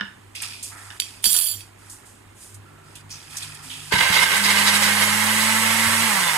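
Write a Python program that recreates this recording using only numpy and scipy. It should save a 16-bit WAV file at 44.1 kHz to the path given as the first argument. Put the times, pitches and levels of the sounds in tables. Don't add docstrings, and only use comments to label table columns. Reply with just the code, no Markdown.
import sys
import numpy as np
from scipy import signal
from scipy.fft import rfft, irfft
from scipy.io import wavfile
from scipy.ndimage import uniform_filter1d

SR = 44100
rng = np.random.default_rng(int(sys.argv[2]) if len(sys.argv) > 2 else 0)


def boost(x):
    u = np.asarray(x, float) / 20
    return 10 ** u


def master_out(mix):
    frames = np.transpose(np.atleast_2d(mix))
    ceiling = np.clip(frames, -1, 1)
    pcm = np.round(ceiling * 32767).astype(np.int16)
    wavfile.write(sys.argv[1], SR, pcm)


N = 280917
T = np.arange(N) / SR

POWER_ON = 3.92
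HUM_HZ = 100


def blender():
    turns, tones = motor()
    return tones, chopping(turns)


def shaft():
    power_off, mince_s, coast_s = 6.05, 0.47, 0.77
    shake_db, free_db = -31, 4.5
    since_on, since_off = np.maximum(T - POWER_ON, 0), np.maximum(T - power_off, 0)
    load = np.exp(-since_on / mince_s)
    coast = np.exp(-since_off / coast_s)
    free = 1 - np.exp(-since_off / .05)
    on = np.clip((T - POWER_ON) / 0.0014, 0, 1)
    return load, coast, shake_db * load + free_db * free, free, on


def motor():
    # time_s, shaft_turns_per_s, shaft_tone_db
    speeds = [(3.92, 120, -61), (4.15, 165, -46), (4.3, 200, -49), (4.41, 203, -32), (5.0, 208, -31),
              (5.1, 210, -30.5), (5.3, 215.5, -29), (5.8, 225, -30), (6.05, 226.5, -30)]
    # multiple, level_db
    order_levels = [(2, -12), (3, -7), (4, 0), (5, -3), (6, -2), (7, -9), (8, -7), (9, -7), (10, -8)]
    # multiple, level_db, width_hz
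    bars = [(36, -38, 70), (48, -38, 50), (60, -49, 60)]
    # start_s, end_s, pitch_hz, width_hz, level_db
    squeak = (6.23, 6.32, 3520, 60, -36)
    tone_power = 3.3
    winding_db, winding_load_db = -40, -21

    load, coast, clear_db, free, on = shaft()
    hz, tone_db, _ = curve(speeds)
    hz = hz * coast
    wobble = evened(uniform_filter1d(rng.standard_normal(N), size=900))
    turns = np.cumsum(hz * (1 + .0015 * wobble)) / SR
    orders = np.zeros(N)
    for k, db in order_levels:
        housing_db = np.minimum(24 * np.log2(k * hz / 870), 0)
        orders += boost(db + housing_db) * np.sin(2 * np.pi * (k * turns + rng.random()))
    tones = boost(tone_db) * coast ** tone_power * np.sin(2 * np.pi * turns)
    tones = tones + boost(clear_db - 35 + 2.5 * wobble) * orders
    whine = np.zeros(N)
    for k, db, width in bars:
        whine += boost(db + 2 * clear_db) * evened(resonate(rng.standard_normal(N), k * hz, width))
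    winding = boost(winding_db + winding_load_db * load) * np.sin(2 * np.pi * HUM_HZ * T)
    powered = (1 - free) * (whine + winding)
    return turns, on * (tones + powered) + note(*squeak)


def chopping(turns):
    # peak_s, build_up_s, clearing_s, gain_db
    jams = [(3.929, 0.018, 0.023, 3.5), (4.039, 0.12, 0.016, 4.5), (4.17, 0.14, 0.037, 5),
            (4.234, 0.054, 0.015, 8.5), (4.38, 0.084, 0.013, 4), (4.46, 0.019, 0.017, 5),
            (4.511, 0.039, 0.029, 5), (4.59, .05, 0.091, 3.5), (4.685, 0.049, .025, 5.5),
            (4.765, 0.056, 0.018, 6), (4.835, 0.031, 0.11, 4), (5.021, 0.041, 0.058, 4.5),
            (5.43, 0.049, .02, 2.5)]
    # pitch_hz, width_hz, level_db
    jug_modes = [(905, 55, -9), (1007, 28, -8), (1565, 28, -2), (2020, 45, -2), (2130, 70, 0),
                 (2620, 45, -9), (2890, 140, -5), (3290, 140, -7), (3850, 140, -5), (4700, 100, -10)]
    # frequency_hz, level_db
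    roar = [(150, -9.5), (250, -20), (287, -19.5), (606, -9), (695, -14), (913, -4.5), (1430, -8),
            (2070, -0.5), (2400, -6.5), (2910, -7), (6500, -18.5), (8450, -26), (14300, -120)]
    # frequency_hz, level_db
    fan_colour = [(2350, -60), (4000, -5), (5810, -2), (6450, -4.5), (7030, -4), (8020, 0.5), (8740, 0.5),
                  (10600, -3), (13000, -9.5), (15800, -22.5)]
    # start_s, level_db, t60_s
    chunks = [(3.979, -7, 0.092), (4.022, -24, 0.13), (4.1265, -5.5, 0.46), (4.2224, -20, 0.21),
              (4.4363, -4, 0.28), (4.4934, -11.5, 0.2), (4.5796, -10, 0.14), (4.67, -2.5, 0.14),
              (4.7499, -6, 0.11), (4.8232, -5.5, 0.15), (5.3995, -13, 0.21)]
    # frequency_hz, level_db
    wall = [(1500, -35), (2800, -8), (3250, -2), (3550, 2), (3850, 8), (4300, -1), (4800, 5.5), (6000, -4),
            (15000, -22)]
    chop_db, chop_load_db, fan_db, fan_load_db = -21.5, -3.5, -27.5, -8
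    ring_empty_db, ring_load_db = -10, 10
    chop_power, fan_power = 0.66, 0.41

    load, coast, _, _, on = shaft()
    heavy = np.sqrt(load)
    jam_db = np.zeros(N)
    for s, rise, clearing, db in jams:
        jam_db += db * np.clip(np.minimum(1 + (T - s) / rise, 1 - (T - s) / clearing), 0, 1)
    jam = boost(jam_db)
    throb = 1 + 0.087 * np.cos(2 * np.pi * turns)
    lumps = evened(uniform_filter1d(uniform_filter1d(rng.standard_normal(N), size=300), size=300))
    lumpy = throb * boost((.5 + 2.2 * load) * lumps)

    strikes = grains(4500, 2.2) * lumpy
    jug = np.zeros(N)
    for k, (hz, width, db) in enumerate(jug_modes):
        jug += (-1) ** k * boost(db) * evened(resonate(strikes, hz, width))
    chop = boost(ring_empty_db + ring_load_db * heavy) * evened(jug)
    chop = chop + boost(-1.5) * colour(grains(6000, 2.2) * lumpy, roar)
    chop = boost(chop_db + chop_load_db * heavy) * coast ** chop_power * chop

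    flung = np.zeros(N)
    for s, db, t60 in chunks:
        t = np.maximum(T - s, 0)
        flung += (T > s) * boost(db - 14.0 - 60 * t / t60) * (1 - np.exp(-t / 0.0038))
    fan = colour(grains(12000, 0.93) * throb, fan_colour)
    fan = boost(fan_db + fan_load_db * load) * coast ** fan_power * fan
    return on * (jam * chop + jam ** 0.78 * fan) + flung * colour(grains(3000, 3), wall)


def steel():
    # pitch_hz, level_db, t60_s
    modes = [(2600, -24, .1), (3165, -15, .2), (3348, -13, .2), (3600, -20, .1), (4592, -3, .3),
             (5760, -10, .3), (7267, -5, .4), (7671, -10, .2), (8915, 0, .28), (9415, -10, .2),
             (9738, -13, .2), (10510, 0, .25), (12380, -14, .2), (13100, -10, .2), (13390, -7, .18),
             (13710, -9, .2)]
    # start_s, level_db, freedom to ring (share of t60), dullness_db_per_octave
    taps = [(1, -6, 0.2, 5), (1.02, -18, 0.6, 10.5), (1.2418, -4, 0.66, -1), (1.2572, -4, 1.2, 0),
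            (1.304, -8.5, 1, -4), (1.33, -5, 0.8, -3.5), (1.348, -13, 0.6, 1), (1.365, -18, 0.6, 3),
            (1.388, -12, 0.9, -5), (1.4767, -21.5, 1.2, -5), (1.607, -27, 0.4, 9)]
    # time_s, level_db
    pressure = [(1.22, -56), (1.228, -40), (1.241, -36), (1.244, -20), (1.29, -22.5), (1.34, -21.5),
                (1.5, -26.5), (1.55, -33.5), (1.62, -56)]
    # frequency_hz, level_db
    scratch = [(1500, -22), (3400, 4), (6300, -6), (9500, 5.5), (13500, -29), (15200, -33)]
    # start_s, end_s, bounces_per_s, unevenness (share), level_db
    bouncing = (1.335, 1.4229, 85, 0, -39.5)

    out, t = np.zeros(N), T[:SR // 2]
    octaves = np.log2(np.transpose(modes)[0] / 5000)
    ends = [row[0] for row in taps[1:]] + [T[-1]]
    tap_shares = rng.uniform(.55, 1, (len(taps), len(modes)))
    for (s, db, free, dull), end, shares in zip(taps, ends, tap_shares):
        dulled = [(f, g - dull * np.log2(f / 5000)) for f, g in scratch]
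        crack = colour(rng.standard_normal(2000), dulled)
        until = np.exp(-np.maximum(t - end + s, 0) / .004)
        tone = ring(modes, shares * boost(-dull * octaves), np.clip(free, .1, 1.5))
        add(out, s, boost(db - 5) * until * tone)
        add(out, s, boost(db - 9.5 - 60 * t[:2000] / .012) * crack)

    db, on = curve(pressure)
    drive = on * boost(db)
    bounces, dry_clicks = chatter(*bouncing)
    for hz, mode_db, t60 in modes:
        mode = boost(-60 * t / (.13 * t60)) * np.sin(2 * np.pi * hz * t)
        blows = grains(200, 0.87) + boost(26) * bounces * rng.standard_normal(N)
        out += boost(mode_db - 8.5) * signal.oaconvolve(drive * blows, mode / np.linalg.norm(mode))[:N]
    grit = colour(grains(900, 1.7), scratch)
    return out + boost(-15) * drive * grit + dry_clicks


def chatter(start, end, per_s, uneven, db):
    drift = evened(uniform_filter1d(rng.standard_normal(N), size=600))
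    count = np.cumsum(per_s * (1 + uneven * drift)) / SR
    bounce = np.diff(np.floor(count), prepend=0) > 0
    clicks = bounce * rng.uniform(0.58, 1, N) * (T > start) * (T < end)
    click = rng.standard_normal(300) * boost(-60 * T[:300] / .006)
    dry_clicks = signal.oaconvolve(clicks, click)[:N]
    dry_clicks = resonate(resonate(dry_clicks, 3700, 2100), 3700, 2100)
    return clicks, boost(db) * evened(dry_clicks) * np.sqrt((end - start) * SR / N)


def hands():
    # frequency_hz, level_db
    hiss_colour = [(2650, -18), (4500, -9), (5710, -5.5), (6460, -3.5), (8330, 0.5), (9480, 0),
                   (12200, -11.5), (15500, -25)]
    # frequency_hz, level_db
    body_colour = [(1800, -14), (2200, -8), (2500, 2), (2850, -8), (3350, -3), (4100, -9), (4950, -1),
                   (5700, -9), (6500, -16)]
    # frequency_hz, level_db
    scrape_colour = [(650, -7), (900, 1), (1080, -5), (1330, 3.5), (1520, -3), (1750, 3), (2300, -7.5),
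                     (3300, -38)]
    # start_s, length_s, hiss_db, change_by_end_db, body_relative_db
    strokes = [(0.345, 0.091, -48, -3, 10.5), (0.419, 0.22, -40.5, -13, 4.5),
               (0.641, 0.11, -41.5, -8.5, -5.5), (0.759, 0.22, -49.5, -3, -3.5), (1.028, 0.23, -45, -15, 1),
               (1.573, 0.12, -45, -18, -2.5), (1.77, 0.12, -62, 7.5, -6.5), (1.903, 0.2, -53, -18, -8),
               (2.048, 0.18, -50, -17, -18), (2.343, 0.085, -61.5, 15, -14), (2.427, 0.13, -45.5, -12, -15),
               (2.83, 0.18, -65.5, 8, 1), (3.087, 0.2, -50.5, -3.5, 2), (3.29, 0.098, -47, 3.5, -0.5),
               (3.394, 0.23, -42.5, -11.5, 2), (3.623, 0.41, -45, -1.5, -0.5)]
    # start_s, length_s, level_db, change_by_end_db
    drags = [(0.407, 0.16, -42, -18), (0.705, 0.26, -46, -5.5), (1.027, 0.21, -58.5, -6),
             (1.81, 0.25, -57.5, -3), (2.6, 0.474, -68, 10), (3.105, 0.25, -55.5, -1.5),
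             (3.32, 0.94, -50.5, -3.5)]
    # start_s, level_db, body_relative_db, t60_s, body_hz
    slips = [(.35, -32.5, 1.5, 0.15, 2500), (.4174, -22.5, -8, 0.11, 2520), (.627, -24.5, -14, 0.25, 5000),
             (1.897, -33.5, -28, 0.36, 5500), (2.5416, -36.5, -22, 0.12, 5500),
             (2.953, -33.5, -1.5, 0.13, 3040), (3.106, -48, 18.5, 0.31, 5530),
             (3.3675, -23, -1, 0.12, 5730), (3.4241, -31, 1.5, 0.16, 3600), (3.5458, -30, -20, 0.054, 4500),
             (3.6965, -41, 10, 0.69, 3070)]

    hiss, scrape = (colour(grains(9000, 2.2), points) for points in (hiss_colour, scrape_colour))
    body = colour(grains(3000, 3.5), body_colour)
    out = scrape * sum(stroke(*row) for row in drags)
    rub = grains(9700, 3.3)[:SR]
    for s, length, db, change_db, body_db in strokes:
        out = out + stroke(s, length, db, change_db) * (hiss + boost(body_db) * body)
    t = T[:SR // 2]
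    for k, (s, db, body_db, t60, hz) in enumerate(slips):
        part = slice(k * 1500, k * 1500 + SR // 2)
        spot = evened(resonate(resonate(rub[part], hz, .4 * hz), hz, .4 * hz))
        envelope = boost(db - 6.5 - 60 * t / t60) * (1 - np.exp(-t / 0.0015))
        add(out, s, envelope * (hiss[part] + boost(body_db) * spot))
    return out


def stroke(start, length, db, change_db):
    edge_s = 0.018
    u = T - start
    edges = np.clip(np.minimum(u, length + edge_s - u) / edge_s, 0, 1)
    return edges * boost(db + change_db * np.clip(u / length, 0, 1))


def knocks():
    # pitch_hz, level_db, t60_s
    modes = [(640, -13, .012), (950, -10, .015), (1200, -10, .02), (1450, -3, .028), (1735, 0, .024),
             (2940, -6, .022), (3640, -10, .015), (5250, -12, .008)]
    # start_s, level_db, brightness_db_per_octave
    blows = [(0.0, -30, -1), (0.0098, -20, 2), (0.904, -32, 9), (0.912, -41, -7), (1.263, -31.5, 5),
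             (1.35, -32, -6), (3.925, -19.5, 9)]
    # start_s, level_db, pitch_hz, t60_s
    jolts = [(0.008, -33.5, 204, 0.38), (1.262, -32, 48, 0.064), (1.264, -33.5, 207, 0.078),
             (1.352, -39, 48, .08), (3.651, -50.5, 259, 0.57), (3.922, -12, 419, 0.025),
             (3.937, -10.5, 155, 0.037), (4.101, -16.5, 153, 0.039), (5.868, -26, 109.4, 0.085)]

    out, t = np.zeros(N), T[:SR // 4]
    hz = np.transpose(modes)[0]
    signs = (-1.) ** np.arange(len(hz))
    for s, db, bright in blows:
        add(out, s, boost(db + 5.0) * ring(modes, signs * boost(bright * np.log2(hz / 1700))))
    for s, db, jolt_hz, t60 in jolts:
        envelope = boost(db - 60 * t / t60) * (1 - np.exp(-t / 0.0018))
        add(out, s, envelope * np.sin(2 * np.pi * jolt_hz * t))
    return out


def kitchen():
    # frequency_hz, level_db
    air_colour = [(18, -37), (30, -9), (69, -12.5), (105, -14.5), (182, -17.5), (270, -15), (389, -15),
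                  (467, -24), (921, -20.5), (2020, -24), (5740, -36.5), (8500, -31.5), (15500, -49)]
    # start_s, end_s, pitch_hz, width_hz, level_db
    drone = (2.58, 3.95, 149, 1.5, -55)
    # start_s, end_s, pitch_hz, width_hz, level_db
    faint = (2.65, 2.95, 1350, 25, -60)
    air_db, hum_db, waver_db = -53, -52, 3.5

    waver = evened(uniform_filter1d(uniform_filter1d(rng.standard_normal(N), size=4000), size=4000))
    hum = boost(hum_db + waver_db * waver) * np.sin(2 * np.pi * HUM_HZ * T)
    air = boost(air_db) * colour(rng.standard_normal(N), air_colour)
    return air + note(*drone) + note(*faint), hum


def suppress(air, hum, loud):
    from_db, slope, back_db_per_s = -32.5, 0.42, 93
    power_db = 10 * np.log10(abs(uniform_filter1d(loud ** 2, size=600)) + 1e-12)
    fall = back_db_per_s * T
    held_db = np.maximum.accumulate(power_db + fall) - fall
    over_db = slope * np.maximum(held_db - from_db, 0)
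    return air / boost(.5 * over_db) + hum / boost(over_db)


def evened(x):
    return x / np.sqrt(np.mean(x ** 2) + 1e-20)


def read(points, hz):
    f, value = np.transpose(points)
    return np.interp(np.log(hz + 1), np.log(f + 1), value)


def curve(rows):
    s, *columns = np.transpose(rows)
    gate = uniform_filter1d(1. * ((T > s[0]) & (T < s[-1])), size=60)
    return [np.interp(T, s, c) for c in columns] + [gate]


def colour(x, points):
    hz = np.fft.rfftfreq(len(x), 1 / SR)
    inside = (hz >= points[0][0]) & (hz <= points[-1][0])
    return evened(irfft(rfft(x) * boost(read(points, hz)) * inside, len(x)))


def grains(per_s, spread_db):
    when, sign, size = rng.random((3, N))
    return evened((when < per_s / SR) * np.sign(sign - .5) * boost(-spread_db * np.log(size + 0.0093)))


def resonate(x, hz, width):
    turn = np.exp(2j * np.pi * np.cumsum(hz * np.ones(len(x))) / SR)
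    r = np.exp(-np.pi * width / SR)
    return 2 * (turn * signal.lfilter([1 - r], [1, -r], x / turn)).real


def note(start, end, hz, width, db):
    on = uniform_filter1d(1. * ((T > start) & (T < end)), size=600)
    return on * boost(db) * evened(resonate(rng.standard_normal(N), hz, width))


def ring(modes, shares, free=1):
    hz, db, t60 = np.transpose(modes)[:, :, None]
    t = T[:SR // 2]
    x = (shares[:, None] * boost(db - 60 * t / (free * t60)) * np.sin(2 * np.pi * hz * t)).sum(0)
    return x / abs(x).max()


def add(mix, s, sound):
    part = mix[round(s * SR):][:len(sound)]
    part += sound[:len(part)]


def room(x, t60, size):
    tail = rng.standard_normal(size) * boost(-60 * T[:size] / t60)
    return signal.oaconvolve(x, tail / np.linalg.norm(tail))[:N]


def ports(x, left_db, least, size=256):
    # frequency_hz, likeness (0-1)
    likeness = [(180, 1), (350, .85), (600, .4), (1400, .5), (2500, .35), (5500, .25), (6600, .72),
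                (9000, .76), (14000, .8)]
    # frequency_hz, lead_radians
    lead = [(20, 0), (60, -.22), (170, -.63), (340, -1.3), (520, -2.1), (690, -3.7), (1030, -6.3),
            (1380, -6.1), (2070, -7.9), (3100, -12.5), (4100, -14.5), (5900, -14.5), (6300, -4 * np.pi),
            (16000, -4 * np.pi)]
    # frequency_hz, difference_db
    left_tilt = [(110, -0.5), (200, 5.5), (380, 0.5), (700, -4), (1290, -2), (2380, -5.5), (4400, -1),
                 (8120, -1), (15000, -9.5)]

    hop = size // 4
    hz, _, z = signal.stft(x, SR, nperseg=size, noverlap=size - hop)
    a, b = rng.standard_normal((2, *z.shape))
    smooth = np.sqrt(abs(uniform_filter1d(abs(z) ** 2, size=3, axis=1)))
    diffuse = smooth * (a + 1j * b) * boost(3.5)
    same = np.clip(read(likeness, hz), least, 1)[:, None]
    left = same * np.exp(1j * read(lead, hz))[:, None] * z + np.sqrt(1 - same ** 2) * diffuse
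    left = left * boost(-1.44)
    tilt = boost(.5 * read(left_tilt, hz) + .5 * left_db)[:, None]
    both = np.array([left * tilt, z / tilt])
    return boost(3.0) * signal.istft(both, nperseg=size, noverlap=size - hop)[1][:, :N]


def scene():
    blows, part, rubbing = knocks(), steel(), hands()
    tones, noise = blender()
    handling = (T < POWER_ON) * (rubbing + part + blows)
    back = suppress(*kitchen(), handling)
    near = back + rubbing + blows + boost(-3.0) * room(blows, 0.35, size=16000)
    far = part + boost(-12) * room(part, .25, size=11000)
    steady = ports(noise, -1.1, .05, size=1024) + ports(tones, -0.83, least=0.98)
    return ports(near, -0.4, .05) + steady + ports(far, -6.5, least=.7)


def roll_off(x):
    return signal.sosfilt(signal.butter(12, 16330, fs=SR, output="sos"), x)


def record(dry):
    low_hz, top_hz, headroom = 45, 15800, 1.15
    dry = signal.lfilter(*signal.butter(2, low_hz, "high", fs=SR), dry)
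    dry = headroom * np.tanh(dry / headroom)
    edge = signal.firwin(255, top_hz, window=("kaiser", 8), fs=SR)
    mix = signal.oaconvolve(dry, edge[None], "same")
    return roll_off(mix)


dry = scene()
out = record(dry)
master_out(out)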